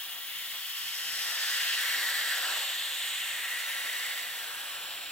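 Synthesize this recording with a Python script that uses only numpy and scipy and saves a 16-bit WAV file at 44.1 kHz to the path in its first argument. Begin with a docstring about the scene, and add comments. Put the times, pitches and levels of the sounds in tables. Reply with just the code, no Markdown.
"""Air hisses from the pinched valve of a vinyl inflatable in a quiet living room, over a faint low drone.
From the start the turbulent jet sounds through the valve's stem and chamber, and the walls echo it.
At 0.6 s the valve starts to widen slowly; the flow swells, and by 1.5 s the flap's edge sizzles.
Near 1.8 s the hand turns the valve, swinging the treble between left and right, and at 3.6 s turns it back.
Chamber and stem keep trading strength as the flow eases toward the end."""
import sys
import numpy as np
from scipy import signal
from scipy.fft import rfft, irfft
from scipy.io import wavfile
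from scipy.ndimage import uniform_filter1d

SR = 44100
rng = np.random.default_rng(int(sys.argv[2]) if len(sys.argv) > 2 else 0)


def transcribe(u):
    """Save the signal u as a 16-bit wav file named by the first command-line argument.

    u: samples, shape (n,) or (channels, n), limited to [-1, 1]; the rate is SR.
    q: integer samples, one column per channel.
    """
    v = np.clip(np.atleast_2d(u).T, -1, 1)
    q = np.round(v * 32767).astype(np.int16)
    wavfile.write(sys.argv[1], SR, q)


N = 225542
FRAME, HOP = 1024, 256
HZ = np.fft.rfftfreq(FRAME, 1 / SR)
TIMES = np.arange(-(-N // HOP) + 1)[:, None] * HOP / SR
OPENING_STARTS_S, FULLY_OPEN_S = 0.61, 5.4  # the sound ends just short of fully open

# Push of the air, the control that rides every valve layer: time_s, flow_db
AIR_FLOW = [(0, -3.5), (.24, -5.5), (.38, -2.5), (.72, -2.5), (.9, -.5), (1.03, -0.4), (1.15, 1.5),
            (1.38, 2.5), (1.54, 4), (2.05, 3.5), (2.48, 3.5), (2.6, 3), (2.8, 2), (3.7, 0.72), (4.05, 0.5),
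            (4.35, -2.5), (4.65, -3), (5.11, -4.5)]
# Balance control, up for more chamber and down for more stem: time_s, trade_db
RESONANCE_TRADE = [(0, -14), (.4, -11), (.87, -9.5), (1.24, -5.5), (1.36, -3), (1.53, -1.5), (1.66, -1),
                   (1.76, -6), (1.84, 3), (2.07, 2), (2.33, 0.3), (2.47, -3), (2.54, -6), (2.8, -9),
                   (3.25, -6.5), (3.47, 0), (4.12, 3), (4.3, 1), (4.6, 0.5), (4.75, -2.5), (5.11, -8)]
# Mix of the valve layers by name, positive pan to the left:
# base_level_db, db_per_flow_db, db_per_trade_db, opening_lift_db, pan_db, opening_pan_db
LAYER_MIX = {"jet": (-37, 0.56, 0.13, -3.5, 1, 1.5), "rush": (-53.5, 0.86, 0.12, 5, 0.5, -1),
             "chamber": (-39.9, 1.45, 0.63, -0.7, 0.5, 1), "pocket": (-52.5, 1.1, 0.4, -3.5, 0, -3),
             "stem": (-40, 0.97, -0.2, -1.46, 1.5, -0.5), "gap": (-46, 2.09, -0.1, 8, -1.5, -1.5),
             "overtone": (-49.5, 1.7, 0, 3, 7.5, -24), "sizzle": (-62, 3, 2, -2, 3, 2)}
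# Tone of the jet's broad hiss: frequency_hz, level_db
HISS_TONE = [(300, -35), (1000, -10), (2300, 0), (4000, -1), (6300, 0), (9000, 0), (10200, -1.5),
             (11500, -1), (12200, 1), (13300, -.5), (14400, .3), (16000, 0)]
# Tone of the low rush under the hiss: frequency_hz, level_db
RUSH_TONE = [(40, -42), (150, -22), (235, -20), (300, -8), (385, -6), (450, -3.7), (560, -1.5), (750, .6),
             (1000, -.6), (1350, 1.3), (1800, -6), (3000, -25)]
# Brief puffs and lulls in the rush: centre_s, half_length_s, lift_db
RUSH_PUFFS = [(0.152, 0.1, 5), (0.42, 0.06, -2), (0.558, 0.029, 5.5), (1.353, 0.11, 3.5), (2.094, 0.2, 3),
              (2.502, 0.15, 7.5), (3.195, 0.038, -5), (4.543, 0.27, 2), (4.9, 0.15, 4)]
# Resonance of the valve's stem: time_s, pitch_hz
STEM_PITCH = [(0.0, 3140), (0.6, 3150), (0.87, 3030), (1.11, 2980), (1.5, 3050), (1.76, 3000), (2.5, 3030),
              (2.85, 3200), (3.12, 3000), (3.3, 2780), (4.61, 2990), (5.0, 2870)]
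# Resonance of the valve's chamber: time_s, pitch_hz
CHAMBER_PITCH = [(0, 1780), (.4, 1890), (1.25, 1860), (1.48, 1770), (1.6, 1830), (2.05, 1840), (2.33, 1790),
                 (2.41, 1760), (2.48, 1580), (2.55, 1860), (3.2, 1930), (3.48, 1860), (3.8, 1920),
                 (4.22, 1940), (4.48, 1670), (5.11, 1720)]
# Peaks and hollows of the folded vinyl passage:
# pinched_hz, open_hz, width_hz, left_db, right_db, db_per_flow_db, opening_lift_db
VINYL_FOLDS = [(2420, 2300, 320, -2.2, -2.2, -.15, 2), (6600, 6200, 3400, -2.8, -2, .2, 2.5),
               (6950, 6950, 600, -.5, 2.6, .2, -1.5), (9400, 6400, 600, -.5, 0, .1, -6),
               (9600, 9800, 1200, 1.8, .5, .3, -4), (10750, 11000, 900, .3, 0, -.45, 4),
               (12450, 13300, 1200, 4.7, 2.1, -.2, -4), (14400, 14650, 650, -.7, .6, .05, 3.5),
               (15300, 15600, 1100, 4, .3, -.8, -6)]
# Bands of hiss that swell or dip in passing:
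# centre_s, half_length_s, frequency_hz, width_hz, left_db, right_db
HISS_SWELLS = [(.3, .35, 8500, 900, -10, -8), (0.358, 0.18, 2150, 500, 5, 3.5),
               (0.755, 0.14, 485, 500, -8, -8), (.76, 0.077, 1170, 600, 2, 2), (.8, .25, 13900, 900, 1, 10),
               (1.097, 0.5, 5600, 1320, 9.5, 4), (1.1, .35, 15400, 1200, -11, -1),
               (1.2, 0.39, 7160, 1000, 2, 3), (1.4, 0.44, 9200, 1400, 1.8, -7),
               (1.66, .13, 13800, 1200, 2, 4), (1.73, .06, 2750, 500, 4.5, 3), (2, 0.16, 320, 250, 7, 6),
               (2.38, 0.2, 3700, 704, -4, -2.5), (2.508, 0.2, 644, 403, 2.5, 2),
               (1.67, 0.11, 3140, 1300, 2.5, 3.5), (2.5, 0.48, 10400, 2200, -5, -3),
               (2.5, 0.62, 12900, 1200, 4.5, 0), (2.923, 0.47, 3530, 600, 1.5, 1.5),
               (2.8, .25, 5850, 600, -6, -4), (3.05, .35, 7070, 600, 3, 4), (3.2, 0.53, 8740, 600, -3, -1),
               (3.147, 0.76, 5020, 1890, -5, -8.5), (3.2, .13, 3230, 800, 3, 3.5),
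               (3.5, 0.36, 3970, 500, -5, -2.5), (3.85, 0.28, 10700, 700, 5, 0),
               (4.4, .3, 6800, 450, 3, -4.5), (4.5, 1, 13500, 900, -10, 2), (4.6, .45, 8200, 600, 2, 2),
               (4.85, 0.37, 7200, 1300, 5, -1), (5.05, 0.18, 2960, 500, 2.2, 2.2),
               (5.1, 0.4, 10470, 900, -16, -14)]
# Standing waves between the vinyl and the walls: frequency_hz, width_hz, lift_db
STANDING_WAVES = [(1355, 32, 5), (1475, 43, 4), (1605, 20, 3), (1792, 38, 2), (1923, 28, 3.2),
                  (2009, 24, 3.5), (2090, 30, 4), (2235, 27, 2), (2369, 27, 4), (2666, 27, 3),
                  (2830, 50, 2), (3123, 32, 3), (3396, 43, 3.5), (4140, 38, 2)]
# How much of the echo the moving hand scrambles: frequency_hz, scrambled_share
ECHO_BLUR = [(900, 0.18), (1400, 0.33), (2500, 0.25), (5000, 0.59), (9000, 0.82)]
# Stereo image, with the left side's phase lead and what opening and turning add to it:
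# frequency_hz, direct_share, lead_rad, opening_lead_rad, turned_lead_rad
STEREO_IMAGE = [(100, 0.67, .2, 0.5, 0.5), (705, 0.83, .17, -0.7, 0), (1570, 0.69, 0.16, 1, -0.5),
                (2920, 0.86, 1.1, -0.96, 0), (3600, 0.82, 0.78, 0, -0.24), (4220, 0.58, 1.98, -0.84, 0),
                (4980, 0.7, 3.1, -0.5, -0.8), (6000, 0.5, 1.9, -4.5, -1.8), (6900, 0.56, 0.5, -2.5, 2),
                (7360, 0.32, 2.1, 0.2, -3), (7840, 0.52, 4.2, -1.6, -2.5), (8800, 0.54, 5.4, -2, -6),
                (9600, 0.5, 4.2, -3, -4), (11250, 0.35, 4.9, 3, -9), (12000, 0.2, 6, 0, -4),
                (13050, 0.24, 3.7, -1, -1.5), (14050, 0.6, 4.9, 0, -6), (15150, .42, 5.7, -0.5, -0.5)]
# Tone of the room's drone: frequency_hz, level_db
DRONE_TONE = [(20, -24), (40, -18), (60, -11), (76, -6), (101, 3.5), (125, -5), (165, 0), (210, -9.5),
              (300, 1), (500, -16), (1500, -19.5)]
# The drone swells and sinks: centre_s, half_length_s, lift_db
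DRONE_RIDES = [(.75, .12, -3.5), (1.12, .15, 4.5), (1.9, 0.33, 3), (4.4, 0.18, 0)]


def from_db(db):
    """Decibels to gain."""
    return 10 ** (np.asarray(db) / 20)


def unit(x):
    """Scales to rms 1."""
    return x / np.sqrt(np.mean(abs(x) ** 2) + 1e-20)


def follow(curve):
    """An automation curve at the frame times."""
    return np.interp(TIMES, *np.transpose(curve))


def over_hz(rows, hz):
    """Each column of a spectrum table, interpolated over log frequency."""
    points_hz, *columns = np.transpose(rows)
    return [np.interp(np.log(hz + 1), np.log(np.sort(points_hz) + 1), column) for column in columns]


def bell(x, centre, half_width):
    """A smooth hump of height 1."""
    return np.exp(-((x - centre) / half_width) ** 2)


def resonance(centre_hz, width_hz):
    """Gain of a two-stage resonance with steep skirts."""
    return 1 / (1 + ((HZ ** 2 - centre_hz ** 2) / ((HZ + 1) * width_hz)) ** 2)


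def flutter(depth_db, frames):
    """Random level drift in dB, smooth over some frames."""
    return depth_db * unit(uniform_filter1d(rng.standard_normal(TIMES.shape), frames, axis=0))


def both_sides(left, right):
    """A stereo pair of values, ready to spread over time and frequency."""
    return np.array([left, right])[:, None, None]


def as_valve_opens(pinched=0, wide=1):
    """A setting that glides from its pinched to its wide-open value."""
    opening = np.clip((TIMES - OPENING_STARTS_S) / (FULLY_OPEN_S - OPENING_STARTS_S), 0, 1)
    return pinched + (wide - pinched) * opening


def layer_power(name, shape, extra_db=0):
    """Stereo power spectrum of one layer, its level and pan riding the valve's controls."""
    base_db, per_flow, per_trade, opening_db, pan_db, opening_pan_db = LAYER_MIX[name]
    ride_db = per_flow * follow(AIR_FLOW) + per_trade * follow(RESONANCE_TRADE)
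    level_db = base_db + ride_db + as_valve_opens(0, opening_db) + extra_db
    side_db = both_sides(.5, -.5) * (pan_db + as_valve_opens(0, opening_pan_db))
    return from_db(level_db + side_db) ** 2 * shape ** 2 / np.sum(shape ** 2, axis=-1, keepdims=True)


def jet_hiss():
    """The turbulent jet lays down a broad, bright bed of hiss."""
    return layer_power("jet", from_db(over_hz(HISS_TONE, HZ)[0]))


def low_rush():
    """The jet's puffing low body, brighter through a narrow gap."""
    octaves = np.log2(np.clip(HZ, 300, 1100) / 1000)
    tilt_db = as_valve_opens(4.5, 2.5) * octaves
    puffs_db = sum(db * bell(TIMES, s, half_s) for s, half_s, db in RUSH_PUFFS)
    return layer_power("rush", from_db(over_hz(RUSH_TONE, HZ)[0] + tilt_db), puffs_db)


def stem_ring():
    """The stem resonates, losing its sharpness as the valve opens."""
    return layer_power("stem", resonance(follow(STEM_PITCH), width_hz=as_valve_opens(1070, 1640)))


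def stem_overtone():
    """The stem's high overtone sinks a little as the valve opens."""
    pitch_hz = as_valve_opens(8060, 7620)
    return layer_power("overtone", resonance(pitch_hz, width_hz=1050 * (1060 / 1050) ** as_valve_opens()))


def chamber_ring():
    """The valve's chamber resonates with a breathy, wandering pitch."""
    return layer_power("chamber", resonance(follow(CHAMBER_PITCH), width_hz=530))


def air_pocket():
    """The air pocket behind the valve gives the chamber a hollow lower shoulder."""
    return layer_power("pocket", resonance(centre_hz=1510, width_hz=350))


def flap_gap():
    """The gap at the flap sounds lower as it widens."""
    return layer_power("gap", resonance(centre_hz=as_valve_opens(4520, 3340), width_hz=2020))


def vinyl_folds_db():
    """The folded passage carves peaks and hollows that glide as the valve opens."""
    flow_db = follow(AIR_FLOW)
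    eq_db = 0
    for pinched_hz, open_hz, width_hz, left_db, right_db, per_flow, opening_db in VINYL_FOLDS:
        lift_db = both_sides(left_db, right_db) + per_flow * flow_db + as_valve_opens(0, opening_db)
        eq_db += lift_db * bell(HZ, as_valve_opens(pinched_hz, open_hz), width_hz / 2)
    return eq_db


def hiss_swells_db():
    """Narrow bands of the hiss swell or dip for a moment."""
    return sum(both_sides(left_db, right_db) * bell(TIMES, s, half_s) * bell(HZ, hz, width_hz / 2)
               for s, half_s, hz, width_hz, left_db, right_db in HISS_SWELLS)


def finger_ripple_db(treble_depth_db=1.5):
    """Reflections off the slowly moving fingers comb the treble with drifting ripples."""
    ripple = rng.standard_normal((len(TIMES), len(HZ)))
    for _ in range(2):
        ripple = uniform_filter1d(ripple, size=55, axis=0)  # slow in time
        ripple = uniform_filter1d(ripple, size=4, axis=1)  # fine in frequency
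    return treble_depth_db * unit(ripple) * np.minimum(HZ / 7000, 1)


def wall_echoes(sound, t60_s=0.11, echoes_per_s=3000, predelay_s=.003):
    """Dense reflections of random sign die away, different left and right."""
    t = np.arange(SR // 3) / SR
    taps = rng.choice([-1., 1.], (2, len(t))) * (rng.random((2, len(t))) < echoes_per_s / SR)
    tail = taps * from_db(-60 * t / t60_s) * (t > predelay_s)
    tail /= np.linalg.norm(tail, axis=1, keepdims=True)
    return irfft(rfft(sound) * rfft(tail, N), N)


def turbulence():
    """Short-time stereo spectra of the jet's raw noise, heard direct and off the walls."""
    hz = np.fft.rfftfreq(N, 1 / SR)
    standing_db = sum(db * bell(hz, mode_hz, width_hz / 2) for mode_hz, width_hz, db in STANDING_WAVES)
    standing_db -= uniform_filter1d(standing_db, size=2000)  # dips flank the peaks
    noise = irfft(rfft(rng.standard_normal(N)) * from_db(standing_db), N)
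    paths = noise, wall_echoes(noise), rng.standard_normal((2, N))
    direct, steady, scrambled = (
        signal.stft(path, nperseg=FRAME, noverlap=FRAME - HOP)[2].swapaxes(-1, -2) for path in paths)
    blur = np.clip(over_hz(ECHO_BLUR, HZ)[0], 0, 1)  # short waves feel the smallest movement
    echoes = np.sqrt(1 - blur) * steady + np.sqrt(blur) * scrambled
    direct_share, lead_rad = valve_aim()
    direct_pair = np.array([direct, direct * np.exp(-1j * lead_rad)])
    return np.sqrt(direct_share) * direct_pair + np.sqrt(1 - direct_share) * echoes


def room_drone(base_db=-67.5, side_db=-7):
    """Faint wavering rumble of the room, strongest at one low mode."""
    tone = from_db(over_hz(DRONE_TONE, np.fft.rfftfreq(N, 1 / SR))[0])
    mid, side = irfft(rfft(rng.standard_normal((2, N))) * tone, N)
    side *= from_db(side_db)
    swells_db = sum(db * bell(TIMES, s, half_s) for s, half_s, db in DRONE_RIDES)
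    waver_db = flutter(depth_db=1, frames=25) + swells_db
    level_db = base_db + np.interp(np.arange(N) / SR, TIMES[:, 0], waver_db[:, 0])
    return from_db(level_db) * unit(np.array([mid + side, mid - side]))


def flap_sizzle():
    """The flap's edge sizzles when the flow is strong and the chamber comes forward."""
    return layer_power("sizzle", resonance(centre_hz=13200, width_hz=1100))


def valve_aim(turn_s=1.77, turn_back_s=3.6, turning_s=0.16):
    """Direct share and left phase lead: the image drifts as the valve opens and swings as it turns."""
    opening = as_valve_opens()
    direct_share, lead_rad, drift_rad, swing_rad = over_hz(STEREO_IMAGE, HZ)
    turned = np.clip(np.minimum(TIMES - turn_s, turn_back_s - TIMES) / turning_s + .5, 0, 1)
    # The pinching fingers scatter some of the direct treble.
    scattered = 0.39 * (1 - opening) ** 2 * np.minimum(HZ / 8000, 1) ** 2
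    direct_share = np.clip(direct_share * (1 - scattered), 0, 1)
    return direct_share, lead_rad + drift_rad * opening + swing_rad * turned


def escaping_air():
    """Trembling turbulence, coloured by the valve's layers and the folded passage."""
    power = (jet_hiss() + low_rush() + stem_ring() + stem_overtone()
             + chamber_ring() + air_pocket() + flap_gap() + flap_sizzle())
    # The finest eddies follow the jet's speed most, so the treble trembles most.
    tremble_db = flutter(depth_db=0.62, frames=4) * np.minimum(HZ / 8000, 1)
    eq_db = vinyl_folds_db() + hiss_swells_db() + tremble_db + finger_ripple_db()
    spectra = turbulence() * np.sqrt(power * len(HZ)) * from_db(eq_db)
    return signal.istft(spectra.swapaxes(1, 2), nperseg=FRAME, noverlap=FRAME - HOP)[1][:, :N]


def scene():
    """The hissing valve up close, the room's drone underneath."""
    return escaping_air() + room_drone()


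def record(dry):
    """A steep low-pass trims the very top of the hiss."""
    cutoff_hz = 15830
    lowpass = signal.firwin(801, cutoff_hz, window=("kaiser", 9), fs=SR)
    return signal.oaconvolve(dry, lowpass[None], "same", axes=1)


dry = scene()
out = record(dry)
transcribe(out)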